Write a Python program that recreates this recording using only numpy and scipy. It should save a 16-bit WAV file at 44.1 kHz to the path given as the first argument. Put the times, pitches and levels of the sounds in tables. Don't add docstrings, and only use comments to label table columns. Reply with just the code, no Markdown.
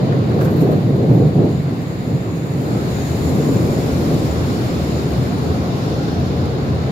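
import sys
import numpy as np
from scipy import signal
from scipy.fft import rfft, irfft, next_fast_len
from scipy.io import wavfile
from scipy.ndimage import uniform_filter1d, map_coordinates

SR = 44100
rng = np.random.default_rng(int(sys.argv[2]) if len(sys.argv) > 2 else 0)


def to_wav(s):
    ch = np.atleast_2d(s).T
    pcm = np.round(np.clip(ch, -1, 1) * 32767)
    wavfile.write(sys.argv[1], SR, pcm.astype(np.int16))


N = 304731

# f/Hz, relative level/dB
BLOWER_TONE = [(250, -27), (500, 0.5), (730, 4), (930, 0), (1060, 1.5), (1260, -1), (1650, -5), (2300, -9),
               (3000, -11.5), (4200, -20.5), (8000, -55)]
DOOR_TONE = [(1200, -24), (1800, -2.5), (2250, -4), (2650, -8), (3300, -25.5)]
SEAL_TONE = [(1500, -5.5), (3150, -10), (3550, 0.5), (4150, 1.6), (4650, 0.5), (5200, -6), (5900, -13.5),
             (7200, -7.5), (7700, -29), (15000, -47)]
GLASS_TONE = [(2000, -7), (3500, -1), (4700, 0), (5350, 1), (5900, -4.5), (6500, -7.5), (7300, -13),
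              (7800, -35)]
FIZZ_TONE = [(2000, -15), (5300, 2), (7300, 0.5), (7800, 0), (8800, 1.5), (10100, -1.5), (12400, 4),
             (13700, 1), (14700, -2.5), (16000, -10)]
SIZZLE_TONE = [(600, -15), (1400, 10), (3000, -12), (5500, -13), (7100, -1.5), (8000, -12), (10300, -14),
               (11800, 4), (13000, 4), (14200, -3.5), (16000, -7)]
SPLAT_TONE = [(800, -8), (1800, -1), (4500, 1), (7200, 3), (9500, 0), (15000, -9)]
RUMBLE_TONE = [(15, -52), (28, -42), (42, -19), (62, -4), (84, 7.5), (100, -1.5), (140, -30), (300, -74)]
BOOM_TONE = [(30, -37), (70, -11), (105, -0.5), (175, -3), (230, -1), (400, -18), (1000, -70)]
PANEL_TONE = [(90, -22), (170, 0), (215, -1.5), (260, -0.5), (330, -3), (460, -7), (560, -11.5), (720, -17),
              (920, -25), (1300, -36), (2500, -52), (6000, -90)]
GUST_BRIGHTENING = [(220, -2), (420, 1.5), (660, 0.5), (1000, 0)]

# f/Hz, width/Hz, relative level/dB
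HOUSING_RINGS = [(419, 33, 10.5), (567, 80, 4), (715, 42, 4), (822, 35, 0.5), (1296, 80, -4),
                 (1494, 110, -8.5)]
GAP_RINGS = [(6780, 390, -3), (7060, 180, -1.5), (7380, 220, -7)]
NARROW_GAP_RINGS = [(5260, 63, -1), (7050, 80, 1), (9455, 65, -5)]
ROOF_RINGS = [(1120, 280, 5.5), (1680, 370, 3.5), (2080, 660, -4.5)]
CABIN_RINGS = [(117.6, 24, -5), (140.3, 20.4, -1.5), (165, 29, -5.5)]

# f/Hz, likeness (1 = the same)
STEREO_LIKENESS = [(50, 0.89), (140, 1), (225, .82), (400, 0.89), (590, 0.45), (720, 0.64), (900, -0.11),
                   (1030, 0.039), (1270, -0.49), (1700, -0.29), (2300, 0.17), (3000, -0.072), (4000, 0.016),
                   (15000, -0.052)]
# f/Hz, left minus right level/dB
STEREO_BALANCE = [(60, 0.5), (130, 0.5), (290, -1), (490, 0.2), (900, 0.5), (2000, -0.1), (2700, -1.5),
                  (3900, 4), (5100, -0.5), (6000, 4), (6900, 9.5), (8200, -2), (10000, 3), (14000, 3)]
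# t/s, relative level/dB
AIRFLOW = [(0.0, -42), (0.72, -43.5), (0.98, -46), (1.7, -46), (2.45, -47), (2.7, -44), (3.35, -42.5),
           (4.77, -41.5), (6.24, -43.5), (6.91, -43)]

# peak t/s, level/dB, half-length/s
HOUSING_SWELLS = [(2.75, -33, 0.13), (4.2, -38, 0.89), (6.2, -31.5, 0.69)]
DOOR_SWELLS = [(3.2, -47.5, 1.26)]
SIDE_SEAL_SWELLS = [(2.88, -47.5, 0.14)]
GLASS_SWELLS = [(4.35, -44.5, 0.54), (5.95, -45, 0.26)]
GAP_SWELLS = [(3.55, -51.5, 1.05)]
NARROW_GAP_SWELLS = [(4.4, -52, 0.6)]
BODY_HEAVES = [(1.22, -29, .09), (2.2, -37, 0.25), (3.95, -28.5, .3), (5.05, -26, .17)]

# peak t/s, level/dB, half-length/s, f/Hz, width/Hz, fall/Hz
GAP_FLARES = [(2.76, -58, 0.035, 7050, 350, 0), (2.99, -53, 0.035, 6630, 260, 170.5),
              (3.056, -51, .085, 6900, 800, 0.5), (3.268, -50, 0.029, 7060, 400, 0),
              (3.46, -51, 0.049, 7060, 750, 0.5), (3.56, -48, 0.02, 7050, 550, 249.5)]
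# t/s, relative level/dB
GLASS_TICKS = [(.409, -33), (.537, -34), (.6155, -28), (.723, -35), (.8045, -39), (.899, -39), (2.904, -28)]
# peak t/s, sizzle level/dB, splat level/dB, half-length/s
BODY_SPLASHES = [(0.421, -46, -50, .008), (.453, -42, -46, .0065), (.516, -46.5, -56, .005),
                 (.536, -49, -59, .004), (.571, -50, -62, .005), (.58, -52, -61, 0.12),
                 (0.617, -42, -49, 0.0085), (0.72, -48, -52, .006), (1.155, -54, -62, .025),
                 (2.65, -59, -58, .07), (3.295, -48, -56, 0.0096), (4.27, -51, -51, .016)]
# t/s, relative level/dB
ROOF_SLAPS = [(.122, -35.5), (.305, -38), (.386, -39), (.407, -32), (.447, -37.5), (.472, -36), (.716, -36),
              (6.08, -36), (6.225, -37)]
# peak t/s, boom level/dB, roar level/dB, half-length/s
JET_GUSTS = [(0.004, -17.5, -20, 0.17), (0.432, -17, -19, 0.083), (0.672, -14, -15, 0.06),
             (0.998, -15.5, -19.5, 0.11), (1.11, -15.5, -19, .012), (1.182, -15, -16.5, 0.074),
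             (1.429, -15, -14, 0.039), (1.557, -19.5, -41, 0.036), (2.126, -16, -27, 0.035),
             (2.704, -42, -26, 0.093), (3.467, -18, -22, 0.12), (3.85, -41, -23, 0.35),
             (4.135, -18.5, -22.5, 0.047)]

TURN_AT_S, TURN_S = 2.69, 0.37
ECHO_DB, LATEST_ECHO_S = -13, .016
SPRAY_PEAK_S, SPRAY_RISE_S, SPRAY_FALL_S = 3.3, 0.36, 1.28
SPRAY_DB, DRIZZLE_DB = -47, -56.5
FLARE_WANDER_HZ, FLARE_LEAN_DB = 49.7, 14
BOOM_FRONT_DB, BOOM_REAR_DB = -1, 2
PEAK_CEILING, TOP_HZ = .97, 15760


def amp(db):
    return 10 ** (np.asarray(db) / 20)


def unit(x):
    return x / np.sqrt(np.mean(x.mean(axis=0) ** 2) + 1e-20)


def along(points, hz):
    f, v = np.transpose(points)
    return np.interp(np.log(hz + 1), np.log(f + 1), v)


def wobble(rate):
    return map_coordinates(rng.standard_normal(int(N * rate / SR) + 4), [np.arange(N) * rate / SR])


def swells(rows):
    t = np.arange(N) / SR
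    return np.sqrt(sum(amp(db) ** 2 * np.exp(-.5 * ((t - s) / half) ** 2) for s, db, half in rows))


def filtered(x, response):
    size = next_fast_len(N + SR // 2)
    return irfft(rfft(x, size) * response(np.fft.rfftfreq(size, 1 / SR)), size)[..., :N]


def coloured(x, tone):
    return filtered(x, lambda hz: amp(along(tone, hz)))


def resonate(x, rings):
    return filtered(x, lambda f: sum(
        (-1) ** k * amp(db) * 1j * f * width / (hz * hz - f * f + 1j * f * width)
        for k, (hz, width, db) in enumerate(rings)))


def in_cabin(pair):
    def blend(hz):
        angle = np.arccos(np.clip(along(STEREO_LIKENESS, hz), -.99, .99)) / 2
        return np.array([np.cos(angle), np.sin(angle)])
    mid, side = filtered(pair, blend)
    left_right = np.array([mid + side, mid - side])
    return filtered(left_right, lambda hz: amp(np.outer([.5, -.5], along(STEREO_BALANCE, hz))))


def turbulence(patchy_db):
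    spectrum = signal.stft(rng.standard_normal((2, N)), nperseg=512)[2]
    patches = uniform_filter1d(rng.standard_normal(spectrum.shape[1:]), size=4, axis=0)
    patches = uniform_filter1d(patches, size=14, axis=1)
    spectrum *= amp(patchy_db * patches / patches.std())
    return in_cabin(signal.istft(spectrum, nperseg=512)[1][:, :N])


def droplets(rate, spread_db):
    hits = (rng.random((2, N)) < rate / SR) * rng.standard_normal((2, N))
    sizes = amp(spread_db * np.clip(rng.standard_normal(N), -2, 2))
    return in_cabin(hits * sizes)


def flow_db():
    strength_db = np.interp(np.arange(N) / SR, *np.transpose(AIRFLOW))
    return strength_db - strength_db.mean()


def facing_rear():
    return np.clip((np.arange(N) / SR - TURN_AT_S) / TURN_S + .5, 0, 1)


def window_echoes(x, count=10):
    delays = (rng.uniform(.001, LATEST_ECHO_S, (count, 2)) * SR).astype(int)
    treble = coloured(x, [(1200, -32), (3000, 0)])
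    copies = [sum(np.pad(side, (d, 0))[:N] for d in lags) for side, lags in zip(treble, delays.T)]
    return amp(ECHO_DB) * np.array(copies) / np.sqrt(count)


def blower_air():
    flow, rear = flow_db(), facing_rear()
    rush_gain = amp(-37 + flow + 0.53 * rear + 0.11 * wobble(10))
    hiss_gain = np.hypot(amp(-46.2 + 0.68 * flow + rear + 0.27 * wobble(12)), swells(SIDE_SEAL_SWELLS))
    drone_gain = np.hypot(amp(-47), swells(HOUSING_SWELLS))
    sweep_gain = np.hypot(amp(-51) * rear, swells(GLASS_SWELLS))
    rush = rush_gain * unit(coloured(turbulence(patchy_db=1), BLOWER_TONE))
    housings = resonate(turbulence(patchy_db=1.5), HOUSING_RINGS)
    drone = drone_gain * unit(coloured(housings, [(1400, 0), (2400, -16)]))
    doors = swells(DOOR_SWELLS) * unit(coloured(turbulence(patchy_db=1.5), DOOR_TONE))
    hiss = hiss_gain * unit(coloured(turbulence(patchy_db=1), SEAL_TONE))
    sweep = sweep_gain * amp(0.27 * wobble(8.9)) * unit(coloured(turbulence(patchy_db=1.5), GLASS_TONE))
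    return rush + drone + doors + hiss + sweep


def whistles():
    air = coloured(turbulence(patchy_db=3.5), [(5500, -20), (6500, -4), (7450, 5), (7750, -25)])
    gap_gain = np.hypot(amp(-73), swells(GAP_SWELLS))
    hoarse = gap_gain * amp(.35 * wobble(5.7)) * unit(resonate(air, GAP_RINGS))
    thin = swells(NARROW_GAP_SWELLS) * unit(resonate(turbulence(patchy_db=5), NARROW_GAP_RINGS))
    return hoarse + thin


def whistle_flares():
    out = np.zeros((2, N))
    for s, db, half, hz, width_hz, fall_hz in GAP_FLARES:
        pitch = hz - fall_hz / 2 * np.tanh((np.arange(N) / SR - s) / half)
        flutter = filtered(rng.standard_normal((2, N)), lambda f: np.exp(-(2 * f / width_hz) ** 2))
        wander = FLARE_WANDER_HZ * np.array([wobble(300), wobble(300)])
        tone = np.cos(2 * np.pi * np.cumsum(pitch + wander, axis=1) / SR)
        out += swells([(s, db, half)]) * unit(flutter * tone)
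    return out * amp(np.array([[.5], [-.5]]) * FLARE_LEAN_DB)


def spray():
    t = np.arange(N) / SR - SPRAY_PEAK_S
    cloud = np.exp(-.5 * (t / np.where(t < 0, SPRAY_RISE_S, SPRAY_FALL_S)) ** 2)
    wetness = np.hypot(amp(DRIZZLE_DB), amp(SPRAY_DB) * np.sqrt(cloud))
    fizz = unit(coloured(turbulence(patchy_db=.7), FIZZ_TONE))
    flutter_db = (1.05 - .35 * cloud) * wobble(55)
    mist = amp(flutter_db + 0.5 * wobble(8)) * fizz
    patter = amp(-8.5 + 1.7 * wobble(29.7)) * unit(coloured(droplets(rate=390, spread_db=0), FIZZ_TONE))
    return wetness * (mist + cloud * patter)


def spatter():
    sizzle = unit(amp(1.1 * wobble(120)) * coloured(droplets(rate=9000, spread_db=4), SIZZLE_TONE))
    splat = unit(amp(1.5 * wobble(250)) * coloured(droplets(rate=12000, spread_db=3), SPLAT_TONE))
    sizzle_gain = swells([(s, db, half) for s, db, _, half in BODY_SPLASHES])
    splat_gain = swells([(s, db, half) for s, _, db, half in BODY_SPLASHES])
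    return (sizzle_gain * sizzle + splat_gain * splat) * amp([[-1], [1.5]])


def ticks(decay_s=.0009):
    out, t = np.zeros((2, N)), np.arange(SR // 20) / SR
    for s, db in GLASS_TICKS:
        start = round(s * SR)
        out[:, start:start + len(t)] += amp(db) * np.exp(-t / decay_s) * rng.standard_normal((2, len(t)))
    return coloured(out, FIZZ_TONE) / 2


def slaps(rise_s=0.0017, decay_s=0.025):
    starts, levels_db = np.transpose(ROOF_SLAPS)
    age = np.maximum(np.arange(N) / SR - starts[:, None], 0)
    shapes = (1 - np.exp(-age / rise_s)) * np.exp(-age / decay_s)
    taps = unit(resonate(droplets(rate=3300, spread_db=5.5), ROOF_RINGS))
    return (amp(levels_db) @ shapes) * taps


def drumming_jets():
    flow, buffet, rear = flow_db(), wobble(15), facing_rear()
    boom_swells = swells([(s, db, half) for s, db, _, half in JET_GUSTS])
    boom_gain = np.hypot(amp(-22 + 0.064 * flow), boom_swells) * amp(0.44 * buffet)
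    boom_pan = amp(np.outer([.5, -.5], BOOM_FRONT_DB + rear * (BOOM_REAR_DB - BOOM_FRONT_DB)))
    gust_gain = swells([(s, db, half) for s, _, db, half in JET_GUSTS])
    rumble_gain = np.hypot(amp(-34.5 + 7.5 * rear ** 2), swells(BODY_HEAVES))
    cabin_air = resonate(turbulence(patchy_db=0), CABIN_RINGS)
    boom = boom_gain * boom_pan * unit(coloured(cabin_air, BOOM_TONE))
    roar = amp(-23 + 0.76 * flow + 0.14 * buffet) * unit(coloured(turbulence(patchy_db=1.1), PANEL_TONE))
    gusts = gust_gain * unit(coloured(coloured(turbulence(patchy_db=0.5), PANEL_TONE), GUST_BRIGHTENING))
    rumble = rumble_gain * amp(1.7 * wobble(3.95)) * unit(coloured(turbulence(patchy_db=1), RUMBLE_TONE))
    return boom + roar + gusts + rumble


def scene():
    air = drumming_jets() + blower_air() + whistles() + whistle_flares()
    water = spray() + spatter() + ticks() + slaps()
    return air + water + window_echoes(air + water)


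def record(dry):
    rounded = dry / (1 + np.abs(dry / PEAK_CEILING) ** 10) ** (1 / 10)
    return filtered(rounded, lambda hz: hz < TOP_HZ)


dry = scene()
out = record(dry)
to_wav(out)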